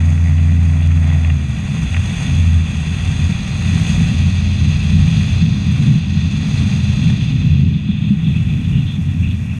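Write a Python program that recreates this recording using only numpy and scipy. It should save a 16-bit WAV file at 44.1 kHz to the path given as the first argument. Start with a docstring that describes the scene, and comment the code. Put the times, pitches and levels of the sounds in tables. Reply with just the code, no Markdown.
"""A fishing boat runs across a lake, heard from a camera in a plastic housing on its deck.
At first the outboard drones at speed, made of sine tones, and buzzes and knocks loose fittings (noise).
Wind and chop rumble in gusts throughout, and water rushes along the sides: all of it shaped noise.
From about 1.2 s the throttle is eased and the tones sweep down through a boom of the hull.
Then waves boom, wavelets slap as short ringing tones, and near the end spray splashes beside the bow."""
import sys
import numpy as np
from scipy import signal
from scipy.fft import rfft, irfft, next_fast_len
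from scipy.io import wavfile
from scipy.ndimage import uniform_filter1d, minimum_filter1d, map_coordinates

SR = 44100
rng = np.random.default_rng(int(sys.argv[2]) if len(sys.argv) > 2 else 0)


def wav_out(sig):
    """Save sig, one row per channel (or a flat mono array), as 16-bit PCM at SR to the path in sys.argv[1]."""
    wavfile.write(sys.argv[1], SR, np.round(np.clip(np.atleast_2d(sig).T, -1, 1) * 32767).astype(np.int16))


N = 422918  # length in samples

# Engine speed. Each row: time in seconds, crankshaft turns per second.
THROTTLE = [(0, 84.3), (.6, 84.4), (1.15, 84), (1.35, 80.5), (1.5, 72.5), (1.7, 67), (1.95, 58), (2.33, 50),
            (2.57, 48.4), (2.75, 46.5), (3.1, 44.7), (9.59, 44)]
# Engine loudness. Each row: time in seconds, gain in dB.
ENGINE_LOAD = [(0, -.5), (.6, 0), (1.2, -.5), (1.35, .5), (1.5, -1), (1.7, -8), (2.28, -11), (2.36, -1),
               (2.58, 0), (2.63, -9), (3.1, -9), (3.5, -15), (9.59, -18)]
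# Engine tones. Each row: multiple of the crankshaft rate, level in dB before load and hull.
# The multiple 1.72 is the beat of the geared-down propeller blades.
ENGINE_TONES = [(1, -23.2), (1.72, -21.3), (2, -26), (3, -31.5), (4, -33.5), (5, -33)]
BOOM_HZ, BOOM_WIDTH_HZ, BOOM_DB = 85, 15, 12  # the hull's main resonance

# Resonances and dips of deck and mount. Each row: centre in Hz, width in Hz, gain in dB.
DECK = [(58.8, 7.7, 7), (68.4, 9, -10), (87.5, 6.1, 5.5), (118, 8.7, 5), (124.4, 4.2, -5.5),
        (140.5, 11.6, 3.5), (163.7, 10.2, 4.5), (175, 8.3, -5), (204.8, 11.8, 6), (440, 18, 5)]
# Resonances and dips of the plastic housing. Each row: centre in Hz, width in Hz, gain in dB.
HOUSING = [(641, 40, 4.5), (752, 118, 5), (1921, 167, 8.5), (2540, 570, 11), (3040, 108, -7.5),
           (3454, 420, 10.5), (3867, 133, -15), (3977, 360, 8.5), (4850, 350, 6), (5085, 145, -14),
           (6416, 930, 14.5), (8380, 330, 7.5), (10610, 690, 11)]

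# Every spectrum below gives a shape only; its sound is scaled to an even level afterwards.
# Buzz of loose fittings. Each row: frequency in Hz, relative level in dB.
BUZZ_SPECTRUM = [(250, -42), (500, 3), (650, 5.5), (1000, 0), (1600, -4), (2100, 2), (2600, -11.5),
                 (4000, -17.5), (7000, -50), (14000, -96)]

# Strength of the wind. Each row: time in seconds, upper buffet in dB, low buffet in dB, before gains.
WIND = [(0, -24, -36), (1.2, -25, -34), (1.6, -21, -33), (1.9, -22, -28), (2.3, -17, -28), (2.65, -21, -29),
        (3.4, -18.5, -30), (4.0, -15.5, -26), (4.4, -18.5, -26.5), (5.1, -16.5, -23.5), (5.6, -16, -27),
        (6.2, -17.5, -32), (7.5, -13.5, -27.5), (7.85, -17.5, -36.5), (8.7, -16.5, -29.5),
        (9.1, -19.5, -34), (9.59, -20.5, -40)]
# The strongest gusts. Each row: time of the peak in seconds, rise in dB.
GUSTS = [(1.14, 5), (2.35, 2.5), (4.97, 5.5), (5.22, 3), (5.88, 5.5), (6.37, 2.5), (7.1, 1), (7.6, 1.5),
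         (8.77, 2.5)]
GUST_S = .12  # length of a gust in seconds, at half its rise
HIGH_BUFFET_GAIN_DB = 0.86
HIGH_FLUTTER_DB, LOW_FLUTTER_DB = 1.62, 2.5  # depth of each layer's random flutter
# Low wind rumble. Each row: frequency in Hz, relative level in dB.
LOW_BUFFET_SPECTRUM = [(8, -17), (22, -10.5), (35, -2), (52, 0), (68, 6.5), (90, -7), (160, -42),
                       (400, -97)]
# Upper wind rumble. Each row: frequency in Hz, relative level in dB.
HIGH_BUFFET_SPECTRUM = [(40, -46), (75, -11), (100, -2.5), (150, 2), (200, -4), (260, -13), (305, -24),
                        (400, -34), (600, -48), (2000, -76)]

# The hull rides over waves. Each row: time of the peak in seconds, length in seconds, level in dB
# before the gain.
WAVES = [(1.977, 0.097, -12.5), (3.017, 0.18, -18), (3.26, 0.11, -13.5), (3.757, 0.24, -19.5),
         (4.277, 0.33, -15), (4.66, 0.19, -21), (4.947, 0.15, -13.5), (5.38, 0.16, -21),
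         (5.664, 0.085, -12), (6.197, 0.18, -14.5), (6.623, 0.087, -15.5), (6.876, 0.14, -15.5),
         (7.555, 0.25, -13.5), (8.518, 0.24, -18.5), (9.22, 0.46, -18)]
WAVE_GAIN_DB = -3
CHOP_DB = 2.5  # steady boom, relative to the low buffet
# The hull's boom. Each row: frequency in Hz, relative level in dB.
BOOM_SPECTRUM = [(40, -38), (70, -18.5), (86, 3.5), (104, -16.5), (160, -50.5), (400, -94)]

# Strength of the bow wave. Each row: time in seconds, spray in dB, fizz in dB, before gains.
BOW_WAVE = [(0.0, -40, -45.5), (1.35, -39.5, -47), (2.2, -32.0, -39), (2.65, -36, -44), (3.1, -33.5, -40.5),
            (3.5, -34.5, -43), (3.9, -31.5, -36.5), (4.4, -34, -45), (5.3, -31, -41.5), (5.5, -37, -49),
            (5.85, -34.5, -43), (6.03, -36.5, -51), (6.6, -34.5, -42), (7.3, -33.5, -48.5),
            (7.7, -39, -58.5), (8.35, -37.5, -53), (8.9, -40.5, -54.5), (9.59, -44.5, -56.5)]
SPRAY_GAIN_DB, FIZZ_GAIN_DB = -.5, 0.07
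WASH_DB, WASH_FOLLOWS = -38.5, 0.6  # mean of the wash's level curve; its dB per dB of fizz
# The bow wave curls into a hissing sheet as the boat settles. Each row: time in seconds, level in dB.
SHEET = [(0, -67), (2, -57), (3.4, -42), (4.2, -39.5), (5.3, -38.5), (6, -42), (6.6, -37.5), (7.2, -40.5),
         (7.6, -48), (8.3, -67), (9.59, -70)]
# Wash along the sides. Each row: frequency in Hz, relative level in dB.
WASH_SPECTRUM = [(150, 1), (400, 1.5), (700, -2.5), (1100, -0.5), (1700, -1.5), (2400, -5.5), (4000, -39),
                 (12000, -65)]
# Spray. Each row: frequency in Hz, relative level in dB.
SPRAY_SPECTRUM = [(800, -25), (1800, -14.5), (2600, 3), (3400, 1.5), (4300, -9), (5500, -24), (8000, -52),
                  (15000, -75)]
# Fizz of fine drops. Each row: frequency in Hz, relative level in dB.
FIZZ_SPECTRUM = [(2500, -21.5), (4500, 5.5), (5600, -0.5), (7000, 0.5), (9000, 0.5), (10000, -10),
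                 (12000, -15), (15000, -38)]
# Hiss of the sheet. Each row: frequency in Hz, relative level in dB.
SHEET_SPECTRUM = [(2500, -17), (3600, 5.5), (4200, 7.5), (4900, 2.5), (5800, -3.5), (8000, -18),
                  (15000, -75)]

# Loose fittings knock. Each row: start in seconds, level in dB before the gain.
KNOCKS = [(0.177, -23), (0.381, -22), (0.395, -23), (0.9043, -23), (0.915, -20.5), (0.973, -22),
          (1.1444, -24), (1.2475, -22), (1.3003, -17), (1.945, -14), (1.965, -14)]
# A knock. Each row: frequency in Hz, relative level in dB.
KNOCK_SPECTRUM = [(300, -33), (650, -9), (1400, 2), (2100, 1), (2700, -0.5), (4000, -27), (7000, -53),
                  (14000, -90)]

# The hull meets wavelets. Each row: start in seconds, level in dB before the gain, pitch in Hz.
SLAPS = [(3.292, -6, 171.5), (5.075, -2.5, 163), (5.422, -1.5, 162.5), (5.951, -7, 153), (6.16, -12, 158),
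         (7.886, -8.5, 202.5), (8.104, -2.5, 203)]

# Fine mist beside the bow. Each row: time in seconds, level in dB.
MIST = [(0, -93.5), (7.7, -88), (8.4, -57.5), (9.1, -56), (9.59, -54.5)]
# Mist. Each row: frequency in Hz, relative level in dB.
MIST_SPECTRUM = [(3000, -24), (5500, 4.5), (9000, -2.5), (11000, -9.5), (12300, -12), (13400, -10),
                 (15000, -21)]
# Sheets of water land. Each row: start in seconds, level in dB before the gain, pitch in Hz.
SPLASHES = [(7.72, -32, 3450), (7.88, -29, 3450), (8.0, -32, 3400), (8.24, -27.5, 3450),
            (8.33, -26.5, 2550), (8.46, -31, 2450), (8.72, -27.5, 2900), (8.86, -25.5, 3380),
            (9.22, -25.5, 2620), (9.40, -34, 2450), (9.49, -28, 2600)]
SPLASH_SKIRT_DB = 56  # fall of a splash's spectrum one octave from its pitch

TOP_HZ = 15140  # nothing is kept from here up


def amp(db):
    """Turn decibels into a gain."""
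    return 10 ** (np.asarray(db) / 20)


def unit(x):
    """Scale to an average strength (rms) of 1."""
    return x / np.sqrt(np.mean(x ** 2) + 1e-20)


def along(points, hz):
    """Read a spectrum's level at any frequency, on a log frequency axis."""
    f, v = np.transpose(points)
    return np.interp(np.log(hz + 1), np.log(f + 1), v)


def bumps(modes, hz):
    """Add up the dB of bell-shaped peaks and dips; each width is taken at half its dB."""
    return sum(db * np.exp2(-(2 * (hz - centre) / width) ** 2) for centre, width, db in modes)


def curves(rows):
    """Draw one smooth-running line per column after the time, with a value for every sample."""
    s, *cols = np.transpose(rows)
    return [np.interp(np.arange(N) / SR, s, c) for c in cols]


def wobble(rate):
    """A smooth random curve through rate random points a second."""
    points = rng.standard_normal(int(N * rate / SR) + 4)
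    return map_coordinates(points, [np.arange(N) * rate / SR])


def swell(s, length):
    """A smooth rise and fall from 0 to 1 around time s, length seconds wide at half height."""
    return np.exp2(-(2 * (np.arange(N) / SR - s) / length) ** 2)


def filtered(x, response):
    """Weigh each frequency of x by a response."""
    size = next_fast_len(N + SR // 2)  # spare room so that the end does not wrap round
    spectrum = rfft(x, size) * response(np.fft.rfftfreq(size, 1 / SR))
    return irfft(spectrum, size)[:N]


def coloured(x, spectrum, modes):
    """Give x a broad spectrum and a body's resonances, at rms 1."""
    return unit(filtered(x, lambda hz: amp(along(spectrum, hz) + bumps(modes, hz))))


def drops(rate, spread_db):
    """Random impacts, about rate a second, whose sizes vary by spread_db, at rms 1."""
    hit = rng.random(N) < rate / SR
    size_db = spread_db * np.clip(rng.standard_normal(N), -2, 2)
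    return unit(hit * rng.standard_normal(N) * amp(size_db))


def bursts(events, spectrum, attack, t60):
    """Short puffs of noise coloured by the housing; each falls 60 dB in t60 seconds."""
    t = np.arange(N) / SR
    blows = np.zeros(N)
    for s, db in events:
        start = round(s * SR)
        age = t[:N - start]
        blows[start:] += amp(db - 60 * age / t60) * (1 - np.exp(-age / attack))
    return blows * coloured(rng.standard_normal(N), spectrum, HOUSING)


def outboard(speed, turns, shake):
    """Shaft and propeller tones swell as they cross the hull's boom; throttled back, firing is uneven."""
    level_db, = curves(ENGINE_LOAD)
    uneven = 1 + 2.5 * (1 - shake)
    drone = np.zeros(N)
    for multiple, db in ENGINE_TONES:
        hz = multiple * speed
        # octaves outside the band that the hull passes on, 62 to 255 Hz
        outside = np.log2(np.maximum(hz / 255, 1)) + np.log2(np.maximum(62 / hz, 1))
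        hull_db = bumps([(BOOM_HZ, BOOM_WIDTH_HZ, BOOM_DB)], hz) - 42 * outside
        phase = 2 * np.pi * multiple * turns + .04 * uneven * wobble(25)
        tone_db = db + hull_db + .35 * uneven * wobble(18)
        drone += amp(tone_db) * np.sqrt(2) * np.sin(phase)
    return amp(level_db) * drone


def fittings(shake, turns):
    """Loose parts buzz once a turn, in fits, while the engine shakes them."""
    contact = np.exp(1.7 * np.cos(2 * np.pi * turns))  # strongest once every turn
    fits = amp(4.1 * wobble(14.1))
    buzz = coloured(contact * fits * rng.standard_normal(N), BUZZ_SPECTRUM, HOUSING)
    return amp(-40) * shake * buzz


def buffet(spectrum, evenness):
    """Turbulence makes the deck ring; evenness (0 to 1) tames its chance swells."""
    x = coloured(rng.standard_normal(N), spectrum, DECK)
    power = np.abs(uniform_filter1d(x ** 2, size=SR // 10)) + 1e-6  # averaged over 0.1 s
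    return unit(x / power ** (np.clip(evenness, 0, 1) / 2))


def wind():
    """Wind rumbles in deck and mount; gusts push the upper buffet, and both layers flutter by chance."""
    high_db, low_db = curves(WIND)
    gust_db = sum(db * swell(s, GUST_S) for s, db in GUSTS)
    low_db = low_db + LOW_FLUTTER_DB * wobble(8)
    high_db = high_db + HIGH_BUFFET_GAIN_DB + gust_db + HIGH_FLUTTER_DB * wobble(11)
    low = amp(low_db) * buffet(LOW_BUFFET_SPECTRUM, evenness=0.55)
    high = amp(high_db) * buffet(HIGH_BUFFET_SPECTRUM, evenness=0.59)
    return low + high


def hull():
    """The hull booms faintly with the low rumble and swells as it rides over each wave."""
    _, low_db = curves(WIND)
    waves = sum(amp(db) * swell(s, length) for s, length, db in WAVES)
    strength = amp(low_db + CHOP_DB) + amp(WAVE_GAIN_DB) * waves
    return strength * buffet(BOOM_SPECTRUM, evenness=0.99)


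def water(shake):
    """The bow wave washes, sprays, falls back as fine drops and hisses; wash follows fizz, less steeply."""
    spray_db, fizz_db = curves(BOW_WAVE)
    wash_db = WASH_DB + WASH_FOLLOWS * (fizz_db - fizz_db.mean())
    sheet_db, = curves(SHEET)
    surge_db = 0.27 * wobble(6) + 0.2 * wobble(19) + 0.66 * wobble(60)

    # each layer but the sheet mixes steady noise with separate drops
    wash_source = rng.standard_normal(N) + .5 * drops(rate=500, spread_db=2.5)
    spray_source = rng.standard_normal(N) + 0.6 * drops(rate=1100, spread_db=4)
    fizz_source = rng.standard_normal(N) + .5 * drops(rate=3200, spread_db=11.0)
    wash = coloured(wash_source, WASH_SPECTRUM, HOUSING)
    spray = coloured(spray_source, SPRAY_SPECTRUM, HOUSING)
    fizz = coloured(fizz_source, FIZZ_SPECTRUM, HOUSING)
    sheet = coloured(rng.standard_normal(N), SHEET_SPECTRUM, HOUSING)

    # thin spray arrives in separate spurts
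    spurts_db = np.clip((-33 - spray_db) / 5.6, .5, 1.6) * wobble(18)
    spray_db = spray_db + SPRAY_GAIN_DB - 1.6 * shake + spurts_db
    near = amp(wash_db) * wash + amp(spray_db) * spray
    fine = amp(fizz_db + FIZZ_GAIN_DB) * fizz + amp(sheet_db) * sheet
    return amp(surge_db) * (near + fine)


def knocks():
    """Loose fittings strike harder now and then: very short bursts of noise."""
    return amp(-3) * bursts(KNOCKS, KNOCK_SPECTRUM, attack=.0007, t60=.026)


def slaps():
    """Wavelets thump the hull, which rings at one pitch and dies away quickly."""
    t = np.arange(SR // 4) / SR
    out = np.zeros(N + SR)
    for s, db, hz in SLAPS:
        attack = 1 - np.exp(-(t / 0.0048) ** 2)
        decay = amp(-60 * t / .13)  # 60 dB down in 0.13 s
        ring = np.sin(2 * np.pi * hz * t) * attack * decay
        out[round(s * SR):][:len(t)] += amp(db + 3.5) * ring
    return out[:N]


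def side_spray():
    """Spray rises beside the bow: a fine mist of drops, and sheets that land, each with its own pitch."""
    mist_db, = curves(MIST)
    mist_drops = drops(rate=5000, spread_db=1)
    mist = amp(mist_db + wobble(30)) * coloured(mist_drops, MIST_SPECTRUM, [(5080, 130, -18)])
    landed = np.zeros(N)
    for s, db, hz in SPLASHES:
        band = [(hz / 2, -SPLASH_SKIRT_DB), (hz, 0), (hz * 2, -SPLASH_SKIRT_DB)]
        landed += bursts([(s, db)], band, attack=.02, t60=0.32)
    return mist + amp(-1.5) * landed


def scene():
    """Engine speed drives the drone and the shaking of the boat; all sounds are added up."""
    speed, = curves(THROTTLE)
    turns = np.cumsum(speed) / SR
    shake = np.clip((speed - 62) / 20, 0, 1)  # none up to 62 turns/s, full from 82
    boat = outboard(speed, turns, shake) + fittings(shake, turns) + hull() + knocks() + slaps()
    return (boat + wind() + water(shake) + side_spray())[None]


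def record(dry):
    """The camera's limiter holds down the highest peaks; nothing is kept above its band limit."""
    needed = np.minimum(1, .84 / (np.abs(dry[0]) + 1e-9))
    held = minimum_filter1d(needed, size=SR // 50)
    gain = uniform_filter1d(held, size=SR // 50)
    soft_ends = signal.windows.tukey(N, .001)
    return filtered(dry[0] * gain * soft_ends, lambda hz: hz < TOP_HZ)[None]


dry = scene()
out = record(dry)
wav_out(out)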